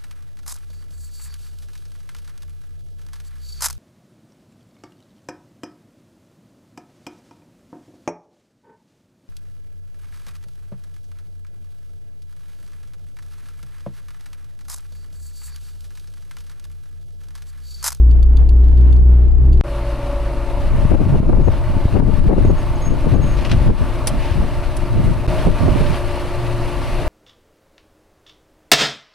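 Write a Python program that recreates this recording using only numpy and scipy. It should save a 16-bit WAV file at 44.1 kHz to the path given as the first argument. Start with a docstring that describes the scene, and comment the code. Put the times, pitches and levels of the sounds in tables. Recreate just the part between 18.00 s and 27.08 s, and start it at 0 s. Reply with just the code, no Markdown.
"""First a cab booms at the firing rate of a pickup crawling along a dirt trail, over rumble and hiss, as loose trim ticks.
Then, in two spells outside the door, engine, gears and a low window throb sound as fluttering sinusoids, the engine bay
as throbbing noise. Tyres crunch in clumped noise and snaps; wind is noise in flurries and gusts, with single pressure
pulses at two ports. A brake chirps on one note, dry stalks scrape in sprays of snaps, and stones crack as short bursts
of noise."""
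import sys
import numpy as np
from scipy import signal
from scipy.fft import rfft, irfft, next_fast_len
from scipy.io import wavfile
from scipy.ndimage import uniform_filter1d, minimum_filter1d, map_coordinates

SR = 44100
rng = np.random.default_rng(int(sys.argv[2]) if len(sys.argv) > 2 else 0)


def file_out(sig):
    """Save sig as 16-bit WAV at sys.argv[1]."""
    # one column per channel
    cols = np.atleast_2d(sig).T
    # limit, then scale
    lim = np.clip(cols, -1, 1)
    pcm = np.round(lim * 32767).astype(np.int16)
    wavfile.write(sys.argv[1], SR, pcm)


N = 400428


def amp(db):
    """Level: decibels to a pressure ratio."""
    return 10 ** (np.asarray(db) / 20)


def unit(x):
    """Normalisation: scale to rms 1."""
    return x / np.sqrt(np.mean(x ** 2) + 1e-20)


def along(points, hz):
    """Logarithmic frequency: interpolate (f, value) points on a log axis."""
    f, value = np.transpose(points)
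    return np.interp(np.log(hz + 1), np.log(f + 1), value)


def curves(rows):
    """Slow variation: one value per sample for each column after the time."""
    s, *columns = np.transpose(rows)
    t = np.arange(N) / SR
    return [np.interp(t, s, column) for column in columns]


def wobble(rate):
    """Random fluctuation: a smooth curve through rate random knots a second."""
    knots = rng.standard_normal(int(N * rate / SR) + 4)
    return map_coordinates(knots, [np.arange(N) * rate / SR])


def filtered(x, response):
    """Linear filtering: multiply the spectrum by a response of frequency."""
    m = next_fast_len(N + SR // 2)
    spectrum = rfft(x, m) * response(np.fft.rfftfreq(m, 1 / SR))
    return irfft(spectrum, m)[..., :N]


def white():
    """Incoherence: two unrelated white noises."""
    return rng.standard_normal((2, N))


# likeness of the left and right microphone ports: (f/Hz, correlation)
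PORT_LIKENESS = [(100, .97), (1000, .99), (3000, .94), (5000, .82), (7000, .45), (9500, .3), (11000, -.1),
                 (13000, 0), (15000, -.5)]


def coloured(pair, spectrum, alike=PORT_LIKENESS):
    """Partial coherence: mix two unrelated signals to a stereo sound of rms 1, given spectrum and correlation."""
    def gains(hz):
        turn = np.arccos(np.clip(along(alike, hz), -1, 1)) / 2
        return amp(along(spectrum, hz)) * [np.cos(turn), np.sin(turn)]
    mid, side = filtered(pair, gains)
    return unit(np.array([mid + side, mid - side]))


def bursts(rows, attack):
    """Exponential decay: envelope of (s, dB, t60) blows that swell with time constant attack and die away."""
    env, t = np.zeros(N + SR), np.arange(SR // 2) / SR
    for s, db, t60 in rows:
        env[round(s * SR):][:len(t)] += amp(db - 60 * t / t60) * (1 - np.exp(-t / attack))
    return env[:N]


def swells(rows, shape):
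    """Superposition: stereo sum of (s, dB, L-R dB, ...) events, each shape(t, ...) centred on its time."""
    out, t = np.zeros((2, N + SR)), np.arange(-SR // 10, SR // 10) / SR
    for s, db, side_db, *rest in rows:
        gains = amp(db + side_db * np.array([[.5], [-.5]]))
        out[:, round((s + t[0]) * SR):][:, :len(t)] += gains * shape(t, *rest)
    return out[:, :N]


def spell(start, length, edge):
    """Gating: an envelope that rises, holds for the length and falls, with soft edges."""
    t = np.arange(N) / SR - start
    return (np.tanh(t / edge) - np.tanh((t - length) / edge)) / 2


def during(spans, edge):
    """Gating: 1 while one of the (start, end) spans runs."""
    return sum(spell(a, b - a, edge) for a, b in spans)


def angle(hz):
    """Frequency modulation: the running phase of a frequency curve."""
    return 2 * np.pi * np.cumsum(hz) / SR


def partial(phase, rough, rate):
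    """Narrow-band modulation: a tone of rms 1 that flutters randomly in level and phase."""
    in_phase = (1 + rough * wobble(rate)) * np.sin(phase)
    return unit(in_phase + rough * wobble(rate) * np.cos(phase))


def orders(firing, table, rough, rate):
    """Additive synthesis: tones at multiples of the firing rate, summed to rms 1."""
    return unit(sum(amp(db) * partial(k * firing, rough, rate) for k, db in table))


def peaks(table, hz):
    """Resonance: gain in dB of (f, width, dB) peaks."""
    return sum(db / (1 + (2 * (hz - centre) / width) ** 2) for centre, width, db in table)


def grains(rate, spread_db):
    """Impulsive noise: sparse random snaps of very unequal size, at rms 1."""
    sizes = amp(spread_db * np.minimum(rng.exponential(size=N), 4))
    return unit((rng.random(N) < rate / SR) * sizes * white())


def patchy(pair, depth_db):
    """Spectro-temporal modulation: random gain patches a few hundred Hz wide and some tens of ms long."""
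    z = signal.stft(pair, nperseg=512)[2]
    across_hz = uniform_filter1d(rng.standard_normal(z.shape[1:]), size=5, axis=0)
    field = uniform_filter1d(across_hz, size=9, axis=1)
    return signal.istft(z * amp(depth_db * unit(field)), nperseg=512)[1][:, :N]


# boom at the firing rate, and engine effort as the level of its overtones: (t/s, boom level/dB, effort level/dB)
CAB_LEVELS = [(0, 4.5, -17.5), (.35, -7.5, -29.5), (.55, -6.5, -28.5), (.8, -2, -20.5), (1, -9, -27),
              (1.15, -2, -21.5), (1.3, -12, -29.5), (1.5, -7, -21), (1.61, -8, -18.5)]
# tones in the cab, where 4.75 stands for a cab resonance near 287 Hz: (multiple of firing rate, relative level/dB)
CAB_TONES = [(2, 0), (3, -10), (4, -15), (4.75, -14), (6, -11), (7, -23), (10, -27)]
# air resonances of the cab, which the tones slide through: (f/Hz, width/Hz, gain/dB)
CAB_MODES = [(284, 12, 4), (417, 14, 10)]
# spectra of the drumming panels, road rumble and hiss: (f/Hz, relative density/dB)
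PANEL_SPECTRUM = [(90, -9), (170, 5.5), (260, 2.5), (320, 6), (390, -7.5), (450, -15.5), (800, -47)]
ROAD_SPECTRUM = [(10, -40.5), (21, 7), (27, 24), (35, 12), (46, -17.5), (85, -7), (130, -13.5),
                 (215, -25.5), (275, -22.5), (380, -23), (520, -36), (900, -41.5), (2000, -81.5)]
CAB_HISS_SPECTRUM = [(250, -3), (500, 8), (800, 1), (1200, -4.5), (2000, -12.5), (2700, -15.5),
                     (4400, -24.5), (5300, -33), (8500, -43), (10500, -42), (12000, -60), (15000, -63)]
# level of the hiss in the cab: (t/s, level/dB)
CAB_HISS_LEVEL = [(0, -38.5), (.23, -38), (.28, -45), (.4, -41), (.58, -46.5), (.73, -37), (.81, -38),
                  (.87, -37), (1.05, -48), (1.14, -36.5), (1.3, -46), (1.43, -43.5), (1.52, -42),
                  (1.61, -40.5)]
ROAD_DB, PANELS_DB = -9.5, -11  # road rumble; panels relative to the effort curve


def cab(firing):
    """Cavity resonance: air modes colour the overtones, which grow with effort as panels do, by boom, rumble and hiss."""
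    boom_db, effort_db = curves(CAB_LEVELS)
    boom = amp(boom_db) * unit(np.sin(firing) * (1 + .11 * wobble(25)))
    tones = orders(firing, CAB_TONES, rough=.3, rate=11)
    overtones = filtered(tones, lambda hz: amp(peaks(CAB_MODES, hz)))
    panels = amp(PANELS_DB) * coloured(white(), PANEL_SPECTRUM)
    road = amp(ROAD_DB) * coloured(white(), ROAD_SPECTRUM, [(25, 0.42), (60, 0.83), (300, 0.86)])
    hiss = amp(curves(CAB_HISS_LEVEL)[0]) * coloured(white(), CAB_HISS_SPECTRUM)
    return boom + amp(effort_db) * (amp(-2.0) * overtones + panels) + road + hiss


# ticks of loose trim: (t/s, relative level/dB)
TICKS = [(0.112, -28), (0.228, -26.5), (0.37, -28), (0.491, -29.5), (0.5673, -48), (0.683, -42.5),
         (0.7742, -35), (0.81, -37.5), (0.926, -30), (0.964, -42.5), (1.2782, -50), (1.318, -44.5),
         (1.454, -47), (1.529, -30.5), (1.539, -40.5), (1.5748, -36.5)]
# ring of the trim: (f/Hz, relative level/dB, t60/s)
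TRIM_MODES = [(2760, -12.5, 0.036), (3520, -11, 0.051), (4370, -11, .035), (4600, -5, 0.029),
              (6430, -18, 0.043), (10500, -18.5, 0.03)]
# spells of chatter: (start t/s, length/s, relative level/dB)
RATTLES = [(0.628, 0.17, -59), (0.774, 0.26, -75.5)]
# spectrum of the trim's noise: (f/Hz, relative density/dB)
TRIM_SPECTRUM = [(1500, -32), (3000, -7.5), (3800, -8), (4650, -10.5), (5200, -17), (7000, -14),
                 (8800, -27), (10600, -10.5), (12000, -30.5), (15000, -32)]
CHATTER_DB, RATTLE_EDGE_S = -77, .03  # chatter at rest, before its flutter; rise and fall of a rattle


def trim():
    """Modal excitation: loose plastic chatters and ticks, each tick rings its modes, and the cab answers briefly."""
    t = np.arange(N) / SR
    tick = bursts([(s, db, .013) for s, db in TICKS], attack=.0005)
    ring = 0
    for hz, level, t60 in TRIM_MODES:
        # each tick excites each mode a little differently
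        blows = [(s, db + level + rng.standard_normal(), t60) for s, db in TICKS]
        ring = ring + bursts(blows, attack=0.00027) * np.sin(2 * np.pi * hz * t)
    answer = bursts([(s, db, .06) for s, db in TICKS], attack=.0018)
    rattles = sum(amp(db) * spell(s, length, RATTLE_EDGE_S) for s, length, db in RATTLES)
    chatter = (amp(CHATTER_DB) + rattles) * amp(2.3 * wobble(70))
    noise_level = amp(-4) * tick + amp(-23.5) * answer + chatter
    return amp(-4) * ring + noise_level * coloured(white(), TRIM_SPECTRUM)


# low throb and engine outside: (t/s, low throb level/dB, sixth-order hum level/dB, other orders level/dB)
DRONE = [(1.64, -24, -38.5, -37.5), (2.3, -19.5, -37.5, -33.5), (2.75, -34, -41, -31),
         (5.8, -34.5, -38, -31), (7.26, -30, -35.5, -31), (7.3, -32, -32.5, -33), (7.6, -31, -37, -30.5),
         (8.2, -41.5, -34.5, -50.5), (8.55, -39.5, -31.5, -35), (9.08, -41, -34, -32.5)]


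def window_throb(firing):
    """Cavity buffeting: a throb at 18 Hz and its harmonics, as of air buffeting an open window, by a weak firing tone."""
    throb_db = curves(DRONE)[0]
    # as multiples of the firing rate: near 18, 36 and 54 Hz, then the firing rate itself
    tones = [(.308, 4), (.616, 4), (.924, 7), (1, -10)]
    return amp(throb_db) * orders(firing, tones, rough=0.26, rate=12)


# level of tyre crunch, dipping briefly under the hardest gusts: (t/s, relative level/dB)
ROLLING = [(1.64, -45), (2.8, -43.5), (3.14, -46), (3.36, -50), (3.53, -44.5), (4.9, -43), (5.6, -41),
           (6.3, -42), (7.26, -42.5), (7.29, -37), (7.9, -38), (8.35, -40), (9.08, -37)]


def crunch_excess():
    """Relative level: how far the crunch level lies above its mean, in dB."""
    crunch_db, = curves(ROLLING)
    return crunch_db - crunch_db.mean()


# engine orders outside: (multiple of the firing rate, relative level/dB)
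DOOR_ORDERS = [(2, 0), (2.5, -10), (4.33, -12), (4.9, -9), (5.65, -14), (10.5, -10), (15.2, -17),
               (18.75, -22)]
# the engine pulls harder: (start t/s, length/s, extra engine bay level/dB)
SURGES = [(7.276, 0.18, 3), (7.503, 0.49, 1.5)]
# spectrum of the engine bay: (f/Hz, relative density/dB)
BAY_SPECTRUM = [(60, 9.5), (130, 7.5), (190, -3.5), (270, 2.5), (350, 0), (440, -4.5), (520, -1),
                (592, 1.5), (700, 1), (770, -7.5), (890, 1), (1000, -4.5), (1150, -5.5), (1450, -11),
                (2500, -39.5)]
BAY_DB, BAY_FOLLOWS = -28.5, 0.49  # engine bay at mean crunch outside the surges; its dB for each dB of crunch
SURGE_EDGE_S = 0.031
# the exhaust resonates briefly at twice the firing rate
PIPE_START_S, PIPE_LENGTH_S, PIPE_EDGE_S, PIPE_DB = 8.38, .26, 0.034, -26


def engine(firing):
    """Periodic excitation: engine orders and a pipe resonance, with engine bay noise throbbing at each firing."""
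    _, hum_db, tones_db = curves(DRONE)
    surge_db = sum(db * spell(s, length, SURGE_EDGE_S) for s, length, db in SURGES)
    bay_db = BAY_DB + BAY_FOLLOWS * crunch_excess() + surge_db
    hum = amp(hum_db) * partial(6 * firing, rough=.15, rate=10)
    tones = amp(tones_db) * orders(firing, DOOR_ORDERS, rough=0.93, rate=12)
    pipe_level = amp(PIPE_DB) * spell(PIPE_START_S, PIPE_LENGTH_S, PIPE_EDGE_S)
    pipe = pipe_level * partial(2 * firing, rough=0.25, rate=10)
    throb = 1 + .1 * np.sin(firing) + .07 * np.sin(firing / 2)
    bay = unit(throb * coloured(patchy(white(), depth_db=1), BAY_SPECTRUM))
    return hum + tones + pipe + amp(bay_db) * bay


# gear whine: (t/s, f/Hz, relative level/dB)
MESH = [(1.64, 571, -31.5), (2.25, 569, -30.5), (3, 573, -38.5), (3.6, 577, -37), (4.3, 578, -41.5),
        (5.9, 580, -41), (6.55, 582, -37.5), (7.15, 585, -41), (7.35, 590, -35), (7.85, 584, -31),
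        (8.2, 579, -36.5), (9.08, 580, -39.5)]
# a second, higher mesh sings briefly under load: (start t/s, length/s, starting f/Hz, level/dB)
SECOND_MESH = [(7.27, 0.6, 626, -34), (8.96, .3, 618, -37)]
SAG_HZ_PER_S, MESH_EDGE_S = 21, 0.02
OCTAVE_DB, OCTAVE_FOLLOWS = -49.5, 1.13  # octave at mean crunch; its dB for each dB of crunch
WHINE_SWAY = 0.52  # depth to which each turn of the crank swells the whine


def gears(firing):
    """Tooth-mesh tones: a note and its octave, the note pulsing with the crank; a second mesh joins and sags."""
    t = np.arange(N) / SR
    mesh_hz, whine_db = curves(MESH)
    mesh = angle(mesh_hz)
    sway = unit(1 + WHINE_SWAY * np.sin(firing / 2))
    whine = amp(whine_db - 1) * sway * partial(mesh, rough=.22, rate=18)
    octave_db = OCTAVE_DB + OCTAVE_FOLLOWS * crunch_excess()
    octave = amp(octave_db) * partial(2 * mesh, rough=.3, rate=14)
    second = 0
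    for s, length, hz, db in SECOND_MESH:
        note = partial(angle(hz - SAG_HZ_PER_S * (t - s)), rough=0.15, rate=17)
        second = second + amp(db) * spell(s, length, MESH_EDGE_S) * note
    return whine + octave + second


# patches of loose ground: (start t/s, length/s, extra crunch level/dB, extra grit level/dB)
PATCHES = [(6.208, 0.13, 4.5, 2), (7.026, 0.086, 2.5, 5), (7.746, 0.25, 2, 1.5)]
# spectra of the crunch and the grit: (f/Hz, relative density/dB)
CRUNCH_SPECTRUM = [(710, -23.5), (1200, -8.5), (1270, -10), (1420, -6.5), (1720, -4), (2700, -6),
                   (3230, -11.5), (4300, -12.5), (6220, -23.5), (7000, -25.5), (9100, -54), (15400, -120)]
GRIT_SPECTRUM = [(3500, -42), (5500, -3), (6400, -0.5), (7100, -12.5), (7800, 1), (8700, -0.5), (10500, 3),
                 (11100, -1.5), (12000, -3), (13000, -10), (14500, -15), (15800, -28)]
GRIT_DB, PATCH_EDGE_S = -11, 0.025  # grit relative to the crunch curve; rise and fall of a patch


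def tyres():
    """Granular noise: tread crushes dirt in clumped snaps over sliding grit, both louder on loose ground."""
    loose_db = sum(np.outer(extra, spell(s, length, PATCH_EDGE_S)) for s, length, *extra in PATCHES)
    crunch_db, grit_db = curves(ROLLING)[0] + loose_db
    clumps = amp(0.45 * wobble(16) + 0.8 * wobble(70))
    snaps = patchy(white() + 0.36 * grains(rate=1500, spread_db=0.0), depth_db=1.0)
    crunch = coloured(clumps * snaps, CRUNCH_SPECTRUM)
    sliding = white() + .5 * grains(rate=4000, spread_db=-1.0)
    grit = coloured(clumps * sliding, GRIT_SPECTRUM)
    return amp(crunch_db + 1) * crunch + amp(grit_db + GRIT_DB) * grit


# slowly changing breeze under the flurries: (t/s, relative level/dB)
BREEZE = [(1.64, -43), (2.3, -29.5), (2.7, -14), (3.7, -16), (4.3, -16), (5.5, -17), (6.4, -17.5),
          (6.62, -20), (7, -15), (7.3, -22.5), (8.2, -21.5), (9.08, -19)]
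# flurries of wind: (start t/s, length/s, relative eddy level/dB, L-R level/dB)
FLURRIES = [(2.734, 0.13, -24, 2), (2.889, 0.083, -21, 9), (2.983, 0.21, -24, 3), (3.14, 0.19, -27, 5.5),
            (3.271, 0.17, -21.5, 5), (3.684, 0.14, -27.5, -4.5), (3.93, 0.22, -21.5, 8),
            (4.183, .22, -20.5, 7.5), (4.417, 0.14, -17.5, 2), (4.866, 0.1, -25, 11.5),
            (5.057, .2, -21.5, 4), (5.275, 0.27, -28.5, 4.5), (5.509, 0.14, -24, 2),
            (5.671, 0.067, -13.5, 1.5), (5.797, 0.055, -21.5, 8), (6.107, 0.076, -29, -7.5),
            (6.349, 0.12, -25, 2), (6.935, 0.2, -24, 0.5), (7.148, 0.4, -31, 8.5), (7.46, 0.091, -24, 3),
            (7.593, 0.24, -24, -6), (7.835, 0.15, -24.5, -3)]
# spectra of the slow buffet and the small eddies: (f/Hz, relative density/dB)
BUFFET_SPECTRUM = [(8, -4.5), (20, 5), (45, -2.5), (80, -10.5), (130, -15), (250, -52), (600, -89.5)]
EDDY_SPECTRUM = [(40, -10), (90, 2.5), (150, 0), (240, -7.5), (420, -20), (700, -32.5), (1400, -41),
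                 (3000, -76.5)]
FLURRY_EDGE_S = 0.022  # rise and fall of a flurry
CALM_EDDY_DB, FLURRY_BUFFET_DB = -16, 7  # eddy drive relative to the breeze; buffet relative to the flurry


def wind():
    """Turbulence: flurries over a breeze; slow swells are partly shared by the ports, small eddies hardly at all."""
    breeze = amp(curves(BREEZE)[0]) * amp([[1], [-1]])  # 2 dB stronger on the left
    flurry = 0
    for s, length, db, side_db in FLURRIES:
        gains = amp(db + side_db * np.array([[.5], [-.5]]))
        flurry = flurry + gains * spell(s, length, FLURRY_EDGE_S)
    flurry = flurry * amp(2.2 * wobble(22))
    buffet_level = np.hypot(breeze, amp(FLURRY_BUFFET_DB) * flurry)
    buffet = buffet_level * coloured(white(), BUFFET_SPECTRUM, [(20, 0.43), (60, 0.056), (150, 0.13)])
    swirl = np.hypot(amp(CALM_EDDY_DB) * breeze, flurry)
    # eddies only break loose once the air moves fast enough
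    breaking = 1 / (1 + (amp(-34.0) / swirl) ** 2)
    lumps = amp(2.53 * np.array([wobble(60), wobble(60)]))
    eddies = unit(lumps * coloured(white(), EDDY_SPECTRUM, [(100, 0.089)]))
    return buffet + amp(4.0) * swirl * breaking * eddies


# large eddies thump the ports: (t/s, relative level/dB, L-R level/dB)
THUMPS = [(2.6, -17, -12.5), (2.793, -13, 11), (2.853, -5, 8.5), (2.941, -3.5, 2), (3.065, -7, 12),
          (3.206, -9, 6.5), (3.265, -17.5, 3), (3.385, -6, 7), (3.462, -5, 8), (3.495, -4.5, 3.5),
          (3.767, -20.5, 2.5), (3.855, -6.5, 2), (4.008, -12, -0.5), (4.084, -4.5, 3), (4.145, -11, 13),
          (4.283, -8, 10.5), (4.386, -7.5, -7), (4.478, -3.5, 4), (4.508, -17.5, 2), (4.711, -15.5, -15.5),
          (5.13, -6, 5), (5.17, -5.5, 15.5), (5.2, -4.5, 5.5), (5.585, -10.5, 5.5), (5.617, -6.5, 13),
          (5.716, -10.5, 4.5), (5.83, -12.5, 18), (6.14, -13, -12), (6.18, -10.5, -7), (6.32, -11, 11),
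          (6.408, -8, 4), (7.037, -21, 16), (7.284, -7, -2), (7.472, -4, -7.5), (7.67, -15, -3),
          (7.72, -12.5, 2.5)]
# mean-scale swing frequency and 1/e half length; spread of the log time scale
THUMP_HZ, THUMP_HALF_S, THUMP_SCATTER = 64.9, 0.0088, 0.22


def thumps():
    """Hydrodynamic pressure: a large eddy is a soft swing of random phase, its length and period stretching together."""
    def swing(t):
        size, turn = rng.standard_normal(2)
        u = t * np.exp(THUMP_SCATTER * size)
        return np.exp(-(u / THUMP_HALF_S) ** 2) * np.cos(2 * np.pi * (THUMP_HZ * u + turn))
    return swells(THUMPS, swing)


# small eddies slap the ports: (t/s, relative level/dB, L-R level/dB)
SLAPS = [(2.852, -4, 6), (2.92, 0, 6), (3.015, -3, 9), (3.067, -2, 9), (3.126, -5, 5), (3.203, 6, 6),
         (3.229, -6, 5), (3.385, 0, 4), (3.768, -7, 13), (3.855, -1, -2), (3.961, -3, 13), (4.005, 4, 12),
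         (4.084, -5, 3), (4.387, -3, 4), (5.072, -3, 11), (5.246, -6, 8), (5.617, -7, 8), (6.142, -8, -8),
         (7.283, -5, -1), (7.473, -2, -6), (7.661, -6, -12)]
SLAP_HALF_S, SLAP_SUCTION_S = 0.00078, 0.003  # time scale of the push and of the suction around it


def slaps():
    """Pressure impulse: a small, fast eddy hits the ports as one sharp push, set in a shallow suction."""
    def push(t, half):
        return 1 / np.cosh(t / half)

    def slap(t):
        suction = SLAP_HALF_S / SLAP_SUCTION_S * push(t, SLAP_SUCTION_S)
        return push(t, SLAP_HALF_S) - suction
    return swells(SLAPS, slap)


# sharp gusts: (t/s, standard deviation/s, roar level/dB, L-R level/dB)
GUSTS = [(2.919, 0.0043, -11.5, 5), (2.946, 0.011, -14, 8.5), (3.012, 0.011, -18.5, 7),
         (3.153, 0.0092, -17.5, 12.5), (3.233, 0.0067, -16, -6.5), (3.256, 0.0029, -19.5, -7),
         (3.297, .009, -13, -2.5), (3.332, 0.0036, -11.5, 7.5), (3.372, 0.0045, -20.5, 6.5),
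         (3.401, 0.01, -16, 2.5), (3.482, .007, -14, 8.5), (3.963, 0.013, -17.5, 15.5),
         (4.004, 0.0037, -11, 10.5), (4.025, 0.0076, -12, -3), (4.081, 0.0096, -19.5, 4.5),
         (4.098, .005, -20, 11), (4.302, 0.01, -15, -1), (4.313, .01, -13, 7), (4.336, 0.0075, -12, 8),
         (4.363, .005, -21.5, 11), (4.383, 0.0088, -11, 2), (4.452, 0.0058, -15.5, 0),
         (4.489, 0.007, -23, 3.5), (4.504, 0.0048, -16, 12), (4.927, 0.014, -21, 8.5),
         (5.074, .008, -17, 10.5), (5.151, 0.019, -15.5, 4.5), (5.194, 0.013, -17, 3),
         (5.268, .008, -23, 6.5), (5.698, 0.014, -15.5, 10), (5.83, 0.0062, -28.5, 6.5),
         (7.48, 0.01, -12, -5), (7.635, .008, -23, -15), (7.685, .006, -15.5, -13.5),
         (7.759, 0.0063, -20.5, -16), (7.809, 0.0049, -18.5, -8.5)]
# spectra of the roar and the bright front: (f/Hz, relative density/dB)
GUST_SPECTRUM = [(60, -4), (180, 10), (400, 4.5), (750, -11), (1200, -35), (2000, -52), (4000, -69.5)]
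FRONT_SPECTRUM = [(100, -8.5), (400, 7), (900, -1.5), (1500, -16), (2300, -25.5), (4500, -57.5)]
FRONT_DB, FRONT_GROWS = 5, 2.2  # bright front of a full-scale gust; its dB for each dB of roar
ROAR_CREST = 1.6  # the roar's peaks round off at this multiple of its rms


def gusts():
    """Nonlinear growth: a gust swells and fades as a ragged roar at the ports; the harder, the brighter."""
    rows = [(s, db, side_db, half) for s, half, db, side_db in GUSTS]
    force = swells(rows, lambda t, half: np.exp(-(t / half) ** 2 / 2))
    roar = unit(np.tanh(coloured(white(), GUST_SPECTRUM, [(100, 0.021)]) / ROAR_CREST))
    front = coloured(white(), FRONT_SPECTRUM, [(100, 0)])
    return force * roar + amp(FRONT_DB) * force ** FRONT_GROWS * front


# brake chirps: (t/s, relative level/dB, half length at half amplitude/s)
SQUEAK = [(3.462, -56, 0.028), (4.452, -51, 0.0037), (4.495, -53, .022), (4.592, -54, 0.02),
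          (4.76, -51, .006), (4.825, -43, 0.0069), (4.867, -39.5, 0.019), (4.917, -53, .02),
          (5.159, -50, 0.0086), (5.23, -47, .01), (5.298, -51, 0.056)]


def brake():
    """Friction-driven vibration: a dusty pad touches its disc in short chirps on one slightly wavering note."""
    pitch_hz, t = 6530, np.arange(N) / SR
    note = np.sin(angle(pitch_hz * (1 + 0.0023 * wobble(160))))
    touch = sum(amp(db) / (1 + ((t - s) / half) ** 4) for s, db, half in SQUEAK)
    return amp(0.5) * touch * unit(note)


# dry stalks scraping by: (t/s, relative level/dB, t60/s)
STALKS = [(3.515, -31, .12), (5.364, -27, .26), (5.446, -22, .09), (5.494, -23, .09), (5.514, -12, .03),
          (5.522, -26, .1), (6.19, -39, .19), (6.235, -33, .23), (6.3, -36, .17), (7.372, -27, .21),
          (7.51, -29, .09)]
# spectrum of a scrape: (f/Hz, relative density/dB)
STALK_SPECTRUM = [(600, 4.5), (1500, 2), (2400, 4), (3200, 2.5), (4300, -4), (6000, -7), (7200, -16.5),
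                  (10000, -19.5), (12000, -26), (15500, -43)]
STALK_RISE = 0.093  # time constant of a scrape's rise as a share of its t60


def brush():
    """Frictional snapping: dry stalks drag along the side in dense sprays; a long scrape swells slowly."""
    snaps = patchy(white() + grains(rate=2600, spread_db=1.5), depth_db=2)
    spray = coloured(snaps * amp(1.5 * wobble(300)), STALK_SPECTRUM)
    scrapes = sum(bursts([(s, db, t60)], attack=STALK_RISE * t60) for s, db, t60 in STALKS)
    return scrapes * spray


# stones hitting the body: (t/s, relative level/dB, t60/s)
STRIKES = [(6.0706, -4, .056), (6.766, -19, .05), (8.858, -38, .038)]
# spectrum of the crack: (f/Hz, relative density/dB)
STRIKE_SPECTRUM = [(300, 4), (900, 2.5), (2500, -1.5), (4000, -2), (5900, 2.5), (6900, -7), (8000, 0.5),
                   (10400, 6.5), (11300, -8.5), (13000, -3.5), (15500, -32)]


def strikes():
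    """Damped impact: a flung stone cracks against the body and hardly rings."""
    crack = coloured(white() + .7 * grains(rate=4900, spread_db=2), STRIKE_SPECTRUM)
    return amp(-8.5) * bursts(STRIKES, attack=0.0013) * crack


# engine speed: (t/s, firing rate f/Hz)
FIRING = [(0, 59), (.3, 59.8), (.6, 60.1), (.8, 61.2), (1.05, 61.3), (1.25, 60.6), (1.5, 63.4),
          (1.61, 63.2), (1.637, 58.2), (5.6, 58.4), (7.1, 58.7), (7.5, 59.5), (8.1, 59.1)]
# spans heard in the cab and outside the door: (start t/s, end t/s)
CAB_SPANS = [(-1, 1.611)]
DOOR_SPANS = [(1.637, 7.268), (7.277, 10)]
CAB_CUT_S, DOOR_CUT_S = .00004, 0.00087  # how abruptly the spans begin and end


def scene():
    """Common excitation: one engine phase, heard from the cab and then from beside the door."""
    firing = angle(curves(FIRING)[0])
    inside = cab(firing) + trim()
    vehicle = window_throb(firing) + engine(firing) + gears(firing) + tyres()
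    air = wind() + thumps() + slaps() + gusts()
    contacts = brake() + brush() + strikes()
    outside = vehicle + air + contacts
    return during(CAB_SPANS, CAB_CUT_S) * inside + during(DOOR_SPANS, DOOR_CUT_S) * outside


def limiter(x, ceiling, release_db):
    """Gain reduction: overloads duck both channels at once; the gain comes back by release_db a second."""
    over_db = 20 * np.log10(np.maximum(np.abs(x).max(axis=0) / ceiling, 1))
    ramp = release_db * np.arange(N) / SR
    held_db = np.maximum.accumulate(over_db + ramp) - ramp
    # the centred windows begin each dip before its peak
    lowest = minimum_filter1d(amp(-held_db), size=128)
    return x * uniform_filter1d(lowest, size=128)


# resonances of the microphone housing: (f/Hz, width/Hz, gain/dB)
HOUSING = [(2870, 250, 1.5), (4270, 320, 0.5), (7570, 110, 5), (8030, 120, 0.5), (8900, 110, -0.5),
           (9600, 120, 0.5), (10130, 290, 2.5)]
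# balance of the microphone ports: (f/Hz, L-R level/dB)
BALANCE = [(100, 1), (1300, 0), (2500, 1.7), (4600, 4.5), (7000, 1), (10500, 1.2), (11700, -3),
           (14500, 0.5)]
LOW_CUT_HZ, TOP_HZ = 14, 15700


def record(dry):
    """Transduction: the housing and each port colour the sound, a limiter ducks overloads, and the band is limited."""
    def port_gains(hz):
        return amp(peaks(HOUSING, hz) + along(BALANCE, hz) * np.array([[.5], [-.5]]))
    ports = filtered(dry, port_gains)
    held = limiter(ports, ceiling=0.81, release_db=96.5)
    return filtered(held, lambda hz: (hz < TOP_HZ) * hz / np.hypot(hz, LOW_CUT_HZ))


dry = scene()
out = record(dry)
file_out(out)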